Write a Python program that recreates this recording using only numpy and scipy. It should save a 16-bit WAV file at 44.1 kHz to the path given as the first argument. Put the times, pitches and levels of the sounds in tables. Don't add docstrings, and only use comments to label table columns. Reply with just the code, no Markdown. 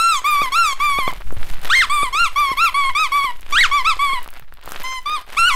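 import sys
import numpy as np
from scipy import signal
from scipy.fft import rfft, irfft
from scipy.io import wavfile
from scipy.ndimage import uniform_filter1d

SR = 44100
rng = np.random.default_rng(int(sys.argv[2]) if len(sys.argv) > 2 else 0)


def wav_out(sig):
    wavfile.write(sys.argv[1], SR, np.round(np.clip(np.atleast_2d(sig).T, -1, 1) * 32767).astype(np.int16))


def decibels_to_gain(level_db):
    exponent = np.asarray(level_db, float) / 20
    return 10 ** exponent


N = 244843

# (start [s], press [s], hold [s], let go [s], top pitch [Hz])
SQUEEZES = [
    (-.03, 0.038, .1, 0.087, 1363),
    (2.126, 0.072, 0.038, 0.047, 1400),
    (2.57, 0.046, 0.039, 0.044, 1371),
    (3.845, .028, 0.022, .042, 1330),
    (4.837, 0.019, 0.11, 0.025, 1042),
]
OUT_START, DOME, KNEE, OUT_END_HZ = 0.1, 0.01925, 0.46, 1000
# (time [s], pitch [Hz])
HARD_SQUEEZES = [
    [(0.519, 1060), (0.543, 1154), (0.561, 1337), (0.591, 1385), (0.636, 1340), (0.675, 1180),
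     (0.735, 1056)],
    [(1.697, 1083), (1.733, 1650), (1.738, 1810), (1.748, 1953), (1.751, 2140), (1.802, 2090),
     (1.808, 1935), (1.829, 1366), (1.853, 1003)],
    [(3.523, 1110), (3.55, 1220), (3.584, 1752), (3.588, 1900), (3.606, 1966), (3.61, 2236), (3.626, 2110),
     (3.642, 1542), (3.668, 1012)],
    [(5.057, 1146), (5.108, 1226), (5.153, 1235), (5.183, 1015), (5.192, 1016)],
    [(5.367, 1034), (5.388, 1346), (5.445, 1376), (5.481, 1487), (5.511, 1150), (5.55, 1040)],
    [(2.949, 1111), (2.999, 1282), (3.029, 1263), (3.068, 1034), (3.072, 980)],
]
# (start [s], end [s], top pitch [Hz], pitch at the bulb's snap [Hz], last pitch [Hz])
REFILLS = [(0.242, 0.487, 1225, 1119, 1000), (0.799, 1.105, 1198, 1087, 980),
           (1.896, 2.09, 1206, 1115, 979), (2.358, 2.539, 1195, 1048, 970), (2.742, 2.91, 1152, 1059, 965),
           (3.118, 3.311, 1160, 1089, 960), (3.712, 3.822, 1171, 1150, 994),
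           (3.991, 4.194, 1160, 1052, 965)]
IN_START_HZ, IN_RISE_S, RISE_BEND, SAG_BEND, SLUMP_BEND = 1085, 0.046, 1.574, 1.3, 1.3
# (time [s], pitch [Hz])
LATE_REFILL = [(5.503, 964), (5.52, 1026), (5.552, 1006)]

# (pitch [Hz], fundamental level [dB],
# then over it: 2nd partial [dB], 3rd-5th [dB], 6th and up [dB], air jet [dB])
OUT_LAW = [(1000, -28, -5.5, -8, 1.5, -25), (1150, -21, -2, -6.5, .3, -23),
           (1370, -15.5, -5, -14, -5.5, -28), (1630, -15, -1.5, -15, -16, -26),
           (2170, -13, -10, -23, -37, -28)]
IN_LAW = [(974, -27, -6, -13, -0.25, -18), (1085, -20.5, -5, -9.5, 0.53, -25.5),
          (1226, -14.5, -7.5, -15.5, 0.52, -21.5)]
# (level [dB], 2nd partial [dB], higher partials [dB], lift near 6 kHz [dB], lift above 10 kHz [dB])
OUT_GRIP = [(1.5, -6, 7.5, 1, -6), (0.14, -0.4, 1.3, 2, -0.5), (1.9, 0, -0.8, -2, 6),
            (2.3, -1, 0.7, 4.5, -8), (-2, 1.3, 4.5, 15, 4), (1.14, -3, 4, 5, 2.5), (1.5, -4, 2.5, 3, -8),
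            (1.5, .3, 0, 4, -9), (-2, -8, -7.5, -6, 1), (0.8, 1.5, 5, 3, -3.5), (1.3, 0.5, 1, 3, 1)]
IN_GRIP = [(-0.11, -0.18, -0.4, 1, 8.5), (-0.73, 1.1, -0.7, -1, 5), (-1.1, -0.41, 2.5, -11.5, -3.5),
           (0.81, -1.1, -3.5, 5, 10.5), (1.36, 0.84, -4, -16, -5), (1.2, -0.09, -4, -7, 5.5),
           (1.3, 0.14, -4.5, 5.5, 2), (0.54, 0.1, -2.5, -18, -2)]
ATTACK_S, ATTACK_DB, RELEASE_S, RELEASE_DB = 0.042, 1, 0.016, -37.5
UPPER_DB, MIDDLE_SHARE = -20.5, 0.21

# (frequency [Hz], level [dB])
PIPE = [(1000, -11), (2500, 7), (4000, -4.5), (5200, -12.5), (6000, -18.5), (7000, -15), (8500, -14.5),
        (10500, -20), (13500, -26), (15500, -31.5)]
# (time [s], half-way partials over the fundamental [dB])
HALVING = [(1.75, -70), (1.758, -12.5), (1.797, -16.5), (1.806, -72)]
# (frequency [Hz], level [dB])
JET = [(300, -13), (1000, -3), (2500, 0), (5000, -11), (7000, -22), (10000, -20), (14000, -20),
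       (16000, -25)]

# (time [s], peak level [dB], frequency [Hz], kick to the reed [Hz])
POPS = [(0.419, 3.5, 610, 107), (0.988, 6.8, 710, 106), (1.079, 9.5, 720, 146.5), (1.326, -2, 410, 0),
        (2.032, 2, 533, 92.5), (2.249, -31, 400, 36), (2.517, -2.5, 370, 69), (2.892, -29, 400, 43),
        (3.245, -13, 400, 65), (3.55, -18, 204, -1), (3.777, -45, 400, -3), (4.134, -8.5, 493, 83),
        (4.678, -19, 206, 0), (5.479, -37, 300, 14.5)]
KICK_RISE_S, KICK_FALL_S, KICK_SHARE = 0.00738, 0.014, 0.7
# (time [s], peak level [dB], frequency [Hz])
SNAPS = [(1.128, -22, 850), (1.153, -39, 1140), (1.2088, -28.5, 1060), (1.3068, -24, 1260),
         (1.4139, -31, 830), (1.6728, -45.5, 1480), (3.43, -27.5, 2460), (3.465, -26, 2630),
         (4.261, -26, 1250), (4.2774, -26, 1020), (4.2884, -24, 2680), (4.3297, -32, 1590),
         (4.3973, -29, 1910), (4.5243, -29, 1500), (4.585, -39, 980), (4.6133, -35, 2800),
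         (4.6464, -34, 1160), (4.66, -33, 990), (4.6765, -19, 1160), (4.6916, -29, 1180),
         (4.7103, -32, 1120), (4.7206, -17.5, 1370), (4.763, -20, 3490), (5.2768, -36, 810),
         (5.3033, -31, 1560)]
# (time [s], peak level [dB])
TICKS = [(1.0338, -20.5), (1.117, -22), (1.2094, -36), (1.3233, -28), (1.478, -33), (1.6164, -25),
         (3.3702, -29.5), (3.4097, -25), (4.2295, -24.5), (4.2447, -22.5), (4.277, -21), (4.3045, -26),
         (4.3963, -28), (4.539, -24.5), (4.6136, -36), (4.6383, -33), (4.6583, -25), (4.6922, -18.5),
         (4.7042, -24), (4.7105, -20), (4.7203, -13.5), (4.8343, -19), (5.0297, -38), (5.2125, -28),
         (5.265, -36)]

# (middle [s], length [s], rustle level [dB], fizz level [dB])
STROKES = [(0.204, 0.036, -1.5, -6), (0.755, 0.053, -4, -23), (2.313, 0.075, -8, -4), (1.3, 0.17, -6, -11),
           (1.5, 0.12, 1, 5.5), (1.587, 0.073, -0.5, -7), (1.67, 0.078, 8.5, 13), (3.402, 0.26, -5.5, -5.5),
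           (3.52, 0.06, 7.5, 11.5), (4.292, 0.076, -9.5, -17), (4.518, 0.26, -14, -26), (4.754, 0.23, 4, 4),
           (5.017, .12, -12, -4.5), (5.25, 0.054, -9, -16), (5.347, 0.067, 4, 4.5)]
RUSTLE_DB, FIZZ_DB = -42.5, -45
# (frequency [Hz], level [dB])
FUR = [(100, -71), (250, -6.5), (600, 0), (1500, 3), (3500, -3.5), (5000, -11), (9000, -34)]
FIZZ = [(3000, 12), (5500, 2), (14000, 2), (16000, -12)]

# (time [s], rumble level [dB])
SHAKING = [(0, -55.5), (0.9, -40.5), (1.35, -29), (1.5, -29), (2, -41), (2.9, -45), (3.95, -42),
           (4.3, -45.5), (5.1, -54.5), (5.4, -44), (5.55, -46)]
SWAY_DB, SWAY_SHARE = -24, 0.63
# (frequency [Hz], level [dB])
RUMBLE = [(15, 7.5), (45, -3), (65, -12.5), (95, -13), (200, -21), (500, -47)]
SWAY = [(.5, -81), (2, 10), (7.5, 10), (10, 4), (20, -39), (35, -12.5), (60, -38), (200, -99)]
# (time [s], peak level [dB], frequency [Hz])
STEPS = [(1.369, -22, 88), (1.509, -33, 121), (2.142, -40, 70), (2.9, -34, 98), (3.552, -34, 69.4),
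         (3.925, -38, 98.5), (4.42, -39, 131)]

# (frequency [Hz], level [dB], 60 dB decay [s])
TAG = [(9400, 1.5, 0.12), (9100, -10, .04), (14700, -2, .06), (15290, -9, 0.33)]
# (time [s], level [dB])
TAG_HITS = [
    (1.16, -65),
    (1.336, -43.5),
    (1.412, -48),
    (1.52, -59),
    (1.59, -50),
]

# (frequency [Hz], 60 dB decay [s])
ROOM_T60 = [(500, 0.18), (2500, 0.27), (8000, 0.31)]
ROOM_DB = -12.5
# (frequency [Hz], level [dB])
HISS = [(50, 23), (200, -23), (900, -5), (4000, -53), (8000, -61), (16000, -29)]
HISS_DB = -50


def evened(x):
    return x / np.sqrt(np.mean(x ** 2) + 1e-20)


def read(points, hz):
    f, value = np.transpose(points)
    return np.interp(np.log(hz + 1), np.log(f + 1), value)


def curves(rows, t):
    s, *columns = np.transpose(rows)
    return [np.interp(t, s, c) for c in columns]


def add(mix, s, sound):
    part = mix[round(s * SR):][:len(sound)]
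    part += sound[:len(part)]


def coloured(x, points):
    hz = np.fft.rfftfreq(2 * len(x), 1 / SR)
    spectrum = rfft(x, 2 * len(x)) * decibels_to_gain(read(points, hz))
    return evened(irfft(spectrum)[:len(x)])


def drift(shape, seconds):
    size = max(int(seconds * SR), 2)
    once = uniform_filter1d(rng.standard_normal(shape), size)
    return evened(uniform_filter1d(once, size))


def wavelet(hz, turns):
    phase = np.arange(int(4 * turns * SR / hz) + 2) * hz / SR
    return np.sin(2 * np.pi * phase) * np.exp(-phase / turns)


def squeeze(start, press, hold, let_go, top_hz):
    s = start + np.cumsum([0, press, hold / 2, hold / 2, let_go / 2, let_go / 2])
    climb_hz = top_hz - OUT_END_HZ
    shoulder = 1 - DOME * top_hz / (climb_hz + 100)
    share = np.array([OUT_START, shoulder, 1, shoulder, KNEE, 0])
    return np.transpose([s, OUT_END_HZ + share * climb_hz])


def refill(start, end, top_hz, snap_hz, last_hz):
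    snap = min(row[0] for row in POPS if row[0] > start)
    top = start + IN_RISE_S
    s = np.arange(start, end, 0.004)
    rise = (top_hz - IN_START_HZ) * np.clip((top - s) / IN_RISE_S, 0, 1) ** RISE_BEND
    sag = (top_hz - snap_hz) * (1 - np.clip((snap - s) / (snap - top), 0, 1) ** SAG_BEND)
    slump = (snap_hz - last_hz) * (1 - np.clip((end - s) / (end - snap), 0, 1) ** SLUMP_BEND)
    return np.transpose([s, top_hz - rise - sag - slump])


def reed_kick(t):
    kick = np.zeros(len(t))
    for s, _, _, kick_hz in POPS:
        kick += kick_hz * np.exp(np.minimum((t - s) / KICK_RISE_S, -(t - s) / KICK_FALL_S))
    return uniform_filter1d(kick, size=110)


def reed_tone(hz, strain, second_db, middle_db, upper_db, top_db, dip_db, air_db):
    slide = np.gradient(strain) * SR
    pulled = np.maximum(strain, 0)
    ragged = 0.001 + (0.003 + 0.0016 * abs(slide)) * pulled
    hz = hz * (1 + ragged * drift(len(hz), 0.003))
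    turns = np.cumsum(hz) / SR
    k = np.arange(1, 16)[:, None]
    grip = [(4500, 0.0074), (6200, dip_db), (8500, 0), (11000, air_db)]
    gains = decibels_to_gain(read(PIPE, k * hz) + read(grip, k * hz)) * (k * hz < 16300)
    gains[0], gains[1] = 1, decibels_to_gain(second_db)
    middle, upper = gains[2:5], gains[5:]
    middle *= decibels_to_gain(middle_db + MIDDLE_SHARE * top_db) / np.sqrt((middle ** 2).sum(0))
    upper *= decibels_to_gain(UPPER_DB + upper_db + top_db) / np.sqrt((upper ** 2).sum(0))
    waver_db = np.minimum(0.3 + 0.12 * k ** 2, 4) * (1 + 0.8 * pulled)
    gains *= decibels_to_gain(waver_db * drift(gains.shape, 0.015))
    gains[3:] *= 1 + np.clip(-0.09 * slide, 0, 0.7) * drift(gains[3:].shape, 0.0012)
    phase = k * turns + rng.random(k.shape)
    tone = (gains * np.cos(2 * np.pi * phase)).sum(0)
    return tone, hz, turns


def strong_weak_beat(t, hz, turns):
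    halves = np.arange(1, 6)[:, None] - 0.5
    gains = decibels_to_gain(curves(HALVING, t)[0] + read(PIPE, halves * hz))
    return (gains * np.cos(2 * np.pi * halves * turns)).sum(0)


def air_jet(t, strain, jet_db):
    onset = np.minimum(1, (t - t[0]) / 0.015)
    flutter_db = 1.7 * drift(len(t), 0.0055)
    jet = coloured(rng.standard_normal(len(t)), JET) * onset
    jet *= decibels_to_gain(jet_db + 1.33 * strain + flutter_db)
    return jet + 5 * np.maximum(strain, 0) * np.gradient(jet)


def squeak(pitch, law, level_db, second_db, top_db, dip_db, air_db, attack_s=ATTACK_S, attack_db=ATTACK_DB):
    start, end = pitch[0][0], pitch[-1][0]
    t = np.arange(max(start, 0), end + RELEASE_S, 1 / SR)
    hz = curves(pitch, t)[0]
    hz = uniform_filter1d(hz, size=120 if hz.max() > 1700 else 400)
    kick = reed_kick(t)
    law_db, law_second_db, middle_db, upper_db, jet_db = curves(law, hz + KICK_SHARE * kick)
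    swell_db = np.interp(t, [start, start + attack_s, end, end + RELEASE_S], [attack_db, 0, 0, RELEASE_DB])
    hz = hz + 1.2 * kick
    strain = np.log2(hz / 1150)
    tone, hz, turns = reed_tone(hz, strain, second_db + law_second_db, middle_db, upper_db,
                                top_db, dip_db, air_db)
    tone += strong_weak_beat(t, hz, turns)
    sound = np.sqrt(2) * tone + air_jet(t, strain, jet_db)
    fade_in = np.minimum(1, (t - start + 0.00066) / 0.0044)
    return t[0], decibels_to_gain(level_db + law_db + swell_db) * sound * fade_in


def squeaker():
    out = np.zeros(N)
    outward = [squeeze(*row) for row in SQUEEZES] + HARD_SQUEEZES
    for pitch, grip in zip(outward, OUT_GRIP):
        add(out, *squeak(pitch, OUT_LAW, *grip))
    for row, grip in zip(REFILLS, IN_GRIP):
        add(out, *squeak(refill(*row), IN_LAW, *grip))
    add(out, *squeak(LATE_REFILL, IN_LAW, 0.3, 3, 6, 2.5, 0.3, attack_s=0.04, attack_db=-9))
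    return out


def grains(per_s, spread_db, samples, bed_share):
    sizes = decibels_to_gain(spread_db * np.minimum(rng.exponential(1, N), 5)) * (rng.random(N) < per_s / SR)
    burst = signal.oaconvolve(sizes, np.exp(-np.arange(400) / samples))[:N]
    return rng.standard_normal(N) * (bed_share + evened(burst))


def plush():
    t = np.arange(N) / SR
    rustle_db, fizz_db = np.full(N, float(RUSTLE_DB)), np.full(N, float(FIZZ_DB))
    for s, length, stroke_rustle_db, stroke_fizz_db in STROKES:
        stroke = np.exp(-(2 * (t - s) / length) ** 4)
        rustle_db += stroke_rustle_db * stroke
        fizz_db += stroke_fizz_db * stroke
    rustle = coloured(grains(per_s=400, spread_db=3.5, samples=22, bed_share=0.4), FUR)
    fizz = coloured(grains(per_s=300, spread_db=3, samples=12, bed_share=0.5), FIZZ)
    rustle *= decibels_to_gain(rustle_db + 2.67 * drift(N, 0.0077))
    fizz *= decibels_to_gain(fizz_db + 1.66 * drift(N, 0.042))
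    return rustle + fizz


def bed():
    rumble_db = curves(SHAKING, np.arange(N) / SR)[0]
    sway_db = SWAY_DB + SWAY_SHARE * (rumble_db + 44)
    rumble = coloured(rng.standard_normal(N), RUMBLE) * decibels_to_gain(4 * drift(N, 0.03))
    sway = coloured(rng.standard_normal(N), SWAY)
    out = decibels_to_gain(sway_db) * sway + decibels_to_gain(rumble_db) * rumble
    for s, db, hz in STEPS:
        add(out, s, decibels_to_gain(db) * wavelet(hz, turns=1.8))
    return out


def hiss():
    return decibels_to_gain(HISS_DB) * coloured(rng.standard_normal(N), HISS)


def room(x):
    taps = np.zeros(SR // 2)
    at = np.arange(200, len(taps) - 20, 20)
    taps[at + rng.integers(0, 20, len(at))] = rng.choice([-1.0, 1.0], len(at))
    hz, t, z = signal.stft(taps, SR, nperseg=256)
    decay = decibels_to_gain(-60 * t / read(ROOM_T60, hz)[:, None])
    tail = signal.istft(z * decay, SR, nperseg=256)[1]
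    return signal.fftconvolve(x, tail / np.linalg.norm(tail))[:N]


def bulb_pops():
    out = np.zeros(N)
    for s, db, hz, _ in POPS:
        add(out, s - 0.0005, decibels_to_gain(db - 11) * wavelet(hz, turns=0.41))
    return out


def hair_ticks():
    out = np.zeros(N)
    fade = np.exp(-np.arange(50) / 13.5)
    for s, db in TICKS:
        grit = rng.standard_normal(50) * fade
        add(out, s, decibels_to_gain(db - 2) * np.convolve(grit, [1, -1]))
    return out


def seam_snaps():
    out = np.zeros(N)
    for s, db, hz in SNAPS:
        add(out, s, decibels_to_gain(db + 6) * wavelet(hz, turns=0.8))
    return out


def tag():
    t, out = np.arange(12000) / SR, np.zeros(N)
    for s, hit_db in TAG_HITS:
        for hz, db, t60 in TAG:
            add(out, s, decibels_to_gain(hit_db + db - 60 * t / t60) * np.sin(2 * np.pi * hz * t))
    return out


def scene():
    near = squeaker() + bulb_pops() + hair_ticks() + seam_snaps() + tag()
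    mono = near + decibels_to_gain(ROOM_DB) * room(near) + plush() + bed() + hiss()
    return np.array([mono, mono])


def top_cut(x):
    return signal.sosfilt(signal.butter(12, 16530, fs=SR, output="sos"), x)


def record(dry):
    edge = signal.firwin(255, 15840, window=("kaiser", 7), fs=SR)
    padded = np.pad(dry, ((0, 0), (127, 127)), "edge")
    mix = signal.oaconvolve(padded, edge[None], "valid")
    return top_cut(mix)


dry = scene()
out = record(dry)
wav_out(out)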